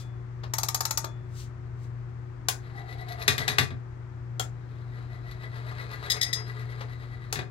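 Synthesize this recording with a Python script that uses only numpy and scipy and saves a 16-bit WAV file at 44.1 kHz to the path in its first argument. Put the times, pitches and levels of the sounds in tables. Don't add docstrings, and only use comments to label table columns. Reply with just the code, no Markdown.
import sys
import numpy as np
from scipy import signal
from scipy.fft import rfft, irfft, next_fast_len
from scipy.io import wavfile
from scipy.ndimage import map_coordinates

SR = 44100
rng = np.random.default_rng(int(sys.argv[2]) if len(sys.argv) > 2 else 0)


def store_pcm(level_fs):
    pcm = np.round(np.clip(level_fs, -1, 1) * 32767).astype(np.int16)
    wavfile.write(sys.argv[1], SR, np.atleast_2d(pcm).T)


N = 330750

# f/Hz, level/dB, fade/s (a fade is the time taken to drop by 60 dB)
WHEEL_NOTES = [(418, -10, .2), (740, -6, .09), (1168, -5, .16), (1630, -1, .06), (1955, -1, .1),
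               (2170, -3, .14), (2505, -5, .19), (2752, -4, .1), (3385, 1.5, .06), (3570, 0, .06),
               (3900, -3, .1), (4130, -4, .1), (5030, -13, .25), (6385, -10, .1)]
# f/Hz, level/dB, fade/s
FITTING_NOTES = [(2476, -8, 0.7), (3451, 0, 0.5)]
# f/Hz, level/dB
BRUSH_COLOUR = [(1500, -3.5), (2000, 5), (2900, -12.5), (4200, -1), (5600, -4.5), (8000, -18.5),
                (10200, -6.5), (11800, -5), (13500, -23), (15200, -21.5)]


def amp(db):
    return 10 ** (np.asarray(db) / 20)


def unit(x):
    return x / np.sqrt(np.mean(x ** 2) + 1e-20)


def normed(x):
    return x / (np.linalg.norm(x) + 1e-20)


def along(points, hz):
    f, values = np.transpose(points)
    return np.interp(np.log(hz + 1), np.log(f + 1), values)


def wobble(rate):
    return map_coordinates(rng.standard_normal(int(N * rate / SR) + 4), [np.arange(N) * rate / SR])


def coloured(x, level):
    n = x.shape[-1]
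    size = 2 * next_fast_len(n // 2 + 4096)
    cepstrum = irfft(np.log(amp(level(np.fft.rfftfreq(size, 1 / SR)))), size)
    cepstrum[1:size // 2] *= 2
    cepstrum[size // 2 + 1:] = 0
    return irfft(rfft(x, size) * np.exp(rfft(cepstrum)), size)[..., :n]


def shaped(x, colour):
    return coloured(x, lambda hz: along(colour, hz))


def tilted(x, bright_db):
    return normed(coloured(x, lambda hz: bright_db * np.log2((hz + 200) / 2000)))


def noise(colour):
    return unit(shaped(rng.standard_normal(N), colour))


def add(track, s, sound):
    part = track[max(round(s * SR), 0):][:len(sound)]
    part += sound[:len(part)]


def from_left(x):
    return np.array([x, np.pad(x, (12, 0))[:N]])


def ring(notes):
    t = np.arange(SR // 2) / SR
    hz, db, fade = np.transpose(notes)[:, :, None]
    strength = amp(db + rng.standard_normal(hz.shape) - 60 * t / fade)
    return normed(np.sum(strength * np.sin(2 * np.pi * (hz * t + rng.random(hz.shape))), axis=0))


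def contact(colour, rise_s, crack_s, body_s, body_db, tilt_db=0):
    def level(hz):
        bass_cut = 40 * np.log10((hz + 1) / (hz + 100))
        return along(colour, hz) + tilt_db * np.log2((hz + 200) / 2000) + bass_cut

    t = np.arange(SR // 2) / SR
    onset = 1 - np.exp(-t / rise_s)
    decay = amp(-60 * t / crack_s) + amp(body_db - 60 * t / body_s)
    return normed(coloured(onset * decay * rng.standard_normal(len(t)), level))


def room_tone():
    tones = [(119.9, -39), (146.5, -59), (365.8, -59.5)]
    air = [(20, -32), (45, -1.5), (95, 0), (180, -8.5), (330, -9), (550, -20.5), (1250, -22), (2000, -28),
           (3000, -41), (7500, -51), (15000, -67)]
    t = np.arange(N) / SR
    hum = np.zeros(N)
    for hz, db in tones:
        hum += amp(db + 1.4 * wobble(3.2)) * np.sqrt(2) * np.sin(2 * np.pi * (hz * t + rng.random()))
    spread = shaped(np.array([noise(air), noise(air)]), [(100, -15), (500, -3), (2000, -1)])
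    shared = shaped(noise(air), [(100, 1), (500, -17.5), (2000, -15.5)])
    return from_left(hum + amp(-46) * shared) + amp(-44) * spread


def fingers():
    rubs = [(0.0, -52), (1.402, -49.5), (1.841, -65)]
    skin = [(300, -29), (2000, -6), (4500, -2.5), (8000, -5.5), (12000, -12), (16000, -17)]  # f/Hz, level/dB
    rise_db_per_s, fall_db_per_s = 240, 340
    t = np.arange(N) / SR
    strokes = sum(amp(db - np.maximum(rise_db_per_s * (s - t), fall_db_per_s * (t - s))) for s, db in rubs)
    out = strokes * amp(1.3 * wobble(45)) * noise(skin)
    add(out, rubs[0][0], amp(-26) * ring(FITTING_NOTES))
    return out


def bumps():
    touches = [(0.434, -13.5), (6.806, -12)]
    foot = [(300, -9.5), (700, 1), (1300, -2.5), (2000, -10), (4500, -15.5), (9000, -38)]
    out = np.zeros(N)
    for s, db in touches:
        add(out, s, amp(db) * contact(foot, rise_s=.0035, crack_s=.047, body_s=.089, body_db=-5.5))
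    return out


def ratchet():
    teeth = [(0.536, 0, -0.5), (0.583, 1.5, 1.4), (0.632, 1, 0.5), (0.685, 1, 0.5), (0.745, 3, 0.8),
             (0.806, 1, 0.1), (0.852, 1.5, 0), (0.908, 0.5, 0.5), (0.974, 3.5, 1.7), (1.043, -5, -3.5)]
    tooth_colour = [(250, -10), (450, -5.5), (650, -2.5), (880, -0.5), (1300, -0.5), (1550, -6.5),
                    (1900, -3), (2750, -15), (4600, -5.5), (6800, -4), (9000, -14.5), (9900, -3),
                    (10500, -18), (11900, -4), (13700, -16.5), (15200, -17.5)]
    catch_notes = [(3960, -3, .04), (6800, 2, .03), (7650, 0, .03), (11850, 0, .045)]
    base_notes = [(790, -2, .03), (897, 0, .04), (1230, 0, .03)]
    settle_s, settle_db, base_rise_s = .0028, -2, .01
    out, t = np.zeros(N), np.arange(SR // 2) / SR
    for s, db, bright_db in teeth:
        for delay, loss_db in ((0, 0), (settle_s, settle_db)):
            tooth = contact(tooth_colour, rise_s=.0007, crack_s=.014, body_s=.06, body_db=-18)
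            click = tilted(tooth + amp(-13) * ring(catch_notes), bright_db)
            add(out, s + delay, amp(db + loss_db - 3.5) * click)
        base = normed((1 - np.exp(-t / base_rise_s)) ** 2 * ring(base_notes))
        add(out, s, amp(db) * (amp(-13) * base + amp(-20) * ring(WHEEL_NOTES)))
    add(out, teeth[-1][0], amp(-27.5) * ring(FITTING_NOTES))
    return out


def brake():
    snaps = [(2.485, 5, 1.3, -12), (4.396, -2.5, -1.5, -2.5), (7.326, -1, 0, -37)]
    arm_colour = [(250, -14.5), (430, 1.5), (550, -11), (780, 3.5), (1020, -5), (1430, 1), (2300, -7),
                  (3300, -8.5), (4700, -7), (7200, -9.5), (8900, -14), (9500, -8), (12200, -10),
                  (13700, -19.5), (15500, -12.5)]
    arm_notes = [(760, -5, 0.06), (1410, 1, 0.06), (3250, 3, 0.06), (3450, -2, .05), (6700, -4, 0.09),
                 (7560, -2, .055), (11900, -7, .08)]
    out = np.zeros(N)
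    for s, db, bright_db, ring_db in snaps:
        clack = contact(arm_colour, rise_s=.0005, crack_s=.022, body_s=.15, body_db=-12.5,
                        tilt_db=bright_db)
        add(out, s, amp(db) * (clack + amp(ring_db) * ring(arm_notes) + amp(-13) * ring(WHEEL_NOTES)))
    return out


def spin_speed(release, braked, spin_up, stop_s=.13):
    t = np.arange(N) / SR
    gathering = 1 - np.exp(-np.maximum(t - release, 0) / spin_up)
    return gathering * np.clip(1 - (t - braked) / stop_s, 0, 1)


def grinding(colour, grain_db):
    return unit(shaped(rng.standard_normal(N) * amp(grain_db * wobble(400)), colour))


def grit(specks_per_s=110):
    specks = (rng.random(N) < specks_per_s / SR) * amp(3 * rng.standard_normal(N))
    return unit(shaped(specks, BRUSH_COLOUR))


def fuzzy_tone(hz, width_hz):
    phase = 2 * np.pi * np.cumsum(hz) / SR
    return unit(wobble(width_hz) * np.cos(phase) + wobble(width_hz) * np.sin(phase))


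def moan(turns, start_hz, lasting_turns=8, sag_hz_per_turn=13):
    progress = np.clip((turns - 1) / lasting_turns, 0, 1)
    swell = np.abs(np.sin(np.pi * progress)) ** .25
    hoarseness = amp(2.5 * wobble(120))
    return swell * unit(hoarseness * fuzzy_tone(start_hz - sag_hz_per_turn * turns, width_hz=135))


def reel():
    # release/s, braked/s, top speed/(turns per s), spin-up/s, brush angle/turns, worst wobble/s,
    # easing either side of it/(dB per s), whir/dB, brush/dB, moan/dB, moan pitch/Hz, rim note/dB
    spins = [(2.485, 3.593, 9.92, .16, 0.65, 3.45, 18, -43.5, -43, -47.5, 770, -42),
             (4.397, 7.327, 9.82, .76, 0.62, 6.057, 10.5, -44.5, -50.5, -58.5, 730, -45.5)]
    scuffs = [(2.926, -50), (3.086, -47), (3.122, -43.5), (3.218, -39), (5.313, -47)]
    bearing = [(280, -13), (380, -9), (425, 2), (490, -10), (1200, -3.5), (2000, -6), (2900, -20),
               (3900, -14), (4900, -19.5), (5600, -30.5), (11800, -31), (15000, -55)]
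    mount_notes = [(1170, -5, .08), (1950, 0, .06), (2210, -3, .06), (2500, -6, .07), (3490, -3, .11),
                   (3900, -1, .1), (4280, -5, .06), (11700, -9, .05)]
    whir_swing_db, moan_swing_db, scuff_fade_s, rim_hz = 3.2, 6, .064, 1968
    t = np.arange(N) / SR
    load, pressure, axle, rim_rub = np.zeros((4, N))
    for (release, braked, top_speed, spin_up, angle, worst, easing,
         whir_db, brush_db, moan_db, moan_hz, note_db) in spins:
        speed = spin_speed(release, braked, spin_up)
        turns = top_speed * np.cumsum(speed) / SR
        friction = speed ** .8
        sway = amp(-easing * np.abs(t - worst))
        lean = np.cos(2 * np.pi * (turns - angle))
        nearness = (1 + lean) / 2
        load += friction * sway * amp(whir_db + whir_swing_db * lean)
        pressure += friction * sway ** 1.7 * amp(brush_db) * nearness ** 2.2
        rim_rub += np.clip(turns - .5, 0, 1) * friction * sway ** .5 * amp(note_db) * nearness
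        axle += amp(moan_db + moan_swing_db * (nearness - 1)) * moan(turns, moan_hz)
    for s, db in scuffs:
        add(pressure, s, amp(db - 60 * t[:SR] / scuff_fade_s))
    uneven, catching = amp(1.5 * wobble(25)), amp(1.2 * wobble(70))
    whir = load * uneven * grinding(bearing, grain_db=3)
    brush = pressure * catching * grinding(BRUSH_COLOUR, grain_db=2.5)
    singing = signal.fftconvolve(brush + amp(4.5) * whir, ring(WHEEL_NOTES))[:N]
    rim_note = rim_rub * fuzzy_tone(np.full(N, rim_hz), width_hz=85)
    ticks = pressure * amp(-3) * grit()
    mount = unit(signal.fftconvolve(rng.standard_normal(N), ring(mount_notes))[:N])
    chatter = pressure * catching * mount
    return whir + amp(-6) * brush + chatter + amp(-16) * singing + rim_note + ticks + axle


def knocks():
    # t/s, level/dB, table thud/dB, brightness/(dB per octave), stand ring/dB
    blows = [(3.279, 9.5, -16, 0.5, -5), (3.283, -12.5, -35.5, 2, -17), (3.38, -1, -21.5, 0, -12),
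             (3.479, 3.5, -19.5, 0, -7), (3.584, 10, -13, -0.5, -8), (3.705, -14, -23.5, -7.5, -13),
             (7.356, -5.5, -21.5, -4, -23), (7.39, -5.5, -37, -5.5, -7.5)]
    stand_colour = [(230, -9), (400, -3), (550, -11), (750, -4), (1000, -9.5), (1400, -6.5), (1750, 1.5),
                    (3000, -10.5), (3450, -2.5), (4800, -9.5), (8000, -17.5), (12000, -16), (15500, -34.5)]
    stand_notes = [(1700, 2, .055), (1900, 5, .05), (2485, -5.5, .36), (3780, -1, .09)]
    table_notes = [(92, -7), (112, -1.5), (136, 0.5), (200, -16.5), (249, -10.5)]
    out, t = np.zeros(N), np.arange(SR // 2) / SR
    for s, db, thud_db, bright_db, ring_db in blows:
        blow = contact(stand_colour, rise_s=.00034, crack_s=.023, body_s=.17, body_db=-7.5)
        metal = tilted(blow + amp(-4) * ring(WHEEL_NOTES), bright_db)
        add(out, s, amp(db) * (metal + amp(ring_db) * ring(stand_notes)))
        swell = (1 - np.exp(-t / .015)) ** 2 * amp(thud_db - 60 * t / .16)
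        thud = sum(amp(level) * np.sin(2 * np.pi * (hz * t + rng.random())) for hz, level in table_notes)
        add(out, s, swell * thud)
    return out


def pings(rebound_s=.015):
    grazes = [(6.099, 0.5, 0.5), (6.212, -1, 2), (6.329, -1, -18.5)]
    rim_colour = [(400, -33), (1500, -22.5), (1950, 6), (2150, -5), (2800, -16.5), (3600, 6.5), (4400, -9),
                  (5100, 6), (5700, -10), (6600, -10), (9500, -9), (12000, -9), (13700, -17), (15300, -18)]
    roller_notes = [(1954, 7.5, .085), (3520, 2, .07), (3900, 6.5, .07), (5050, 2, .29), (5170, -1, .065),
                    (6200, -6, .15), (6550, -3, .1), (8130, -14, .22)]
    out, t = np.zeros(N), np.arange(SR // 2) / SR
    for s, db, rebound_db in grazes:
        for delay, change_db in ((0, 0), (rebound_s, rebound_db)):
            graze = contact(rim_colour, rise_s=.004, crack_s=.035, body_s=.1, body_db=-16.5)
            roller = amp(2) * (1 - np.exp(-t / .0019)) * ring(roller_notes)
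            add(out, s + delay, amp(db + change_db) * (graze + roller))
    return out


def walls(x):
    fades = [(120, 0.25), (500, 0.33), (3000, 0.14), (8000, 0.19), (15000, 0.053)]
    hz, t, bands = signal.stft(rng.standard_normal((2, SR // 2)), SR, nperseg=256)
    tail = signal.istft(bands * amp(-60 * t / along(fades, hz)[:, None]), SR, nperseg=256)[1]
    tail = np.pad(tail / np.linalg.norm(tail[0]), ((0, 0), (round(.005 * SR), 0)))
    return signal.fftconvolve(x[None], tail, axes=1)[:, :N]


def scene():
    balance = [(50, 1.5), (120, 5), (400, 4.5), (1300, 8), (2400, 6.5), (4400, 11), (7000, 13), (9500, 0),
               (13000, -4.5)]
    # sound, echo/dB
    parts = [(ratchet(), -9), (brake(), -7), (knocks() + bumps(), -7), (pings(), -9),
             (reel() + fingers(), -7.5)]
    left, right = sum(from_left(part) + amp(echo_db) * walls(part) for part, echo_db in parts) + room_tone()
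    return np.array([coloured(left, lambda hz: along(balance, hz) / 2),
                     coloured(right, lambda hz: -along(balance, hz) / 2)])


def record(dry):
    ceiling, top_hz = 1.1, 15900
    rounded = dry / (1 + (dry / ceiling) ** 4) ** (1 / 4)
    return signal.sosfilt(signal.butter(20, top_hz, fs=SR, output="sos"), rounded)


dry = scene()
out = record(dry)
store_pcm(out)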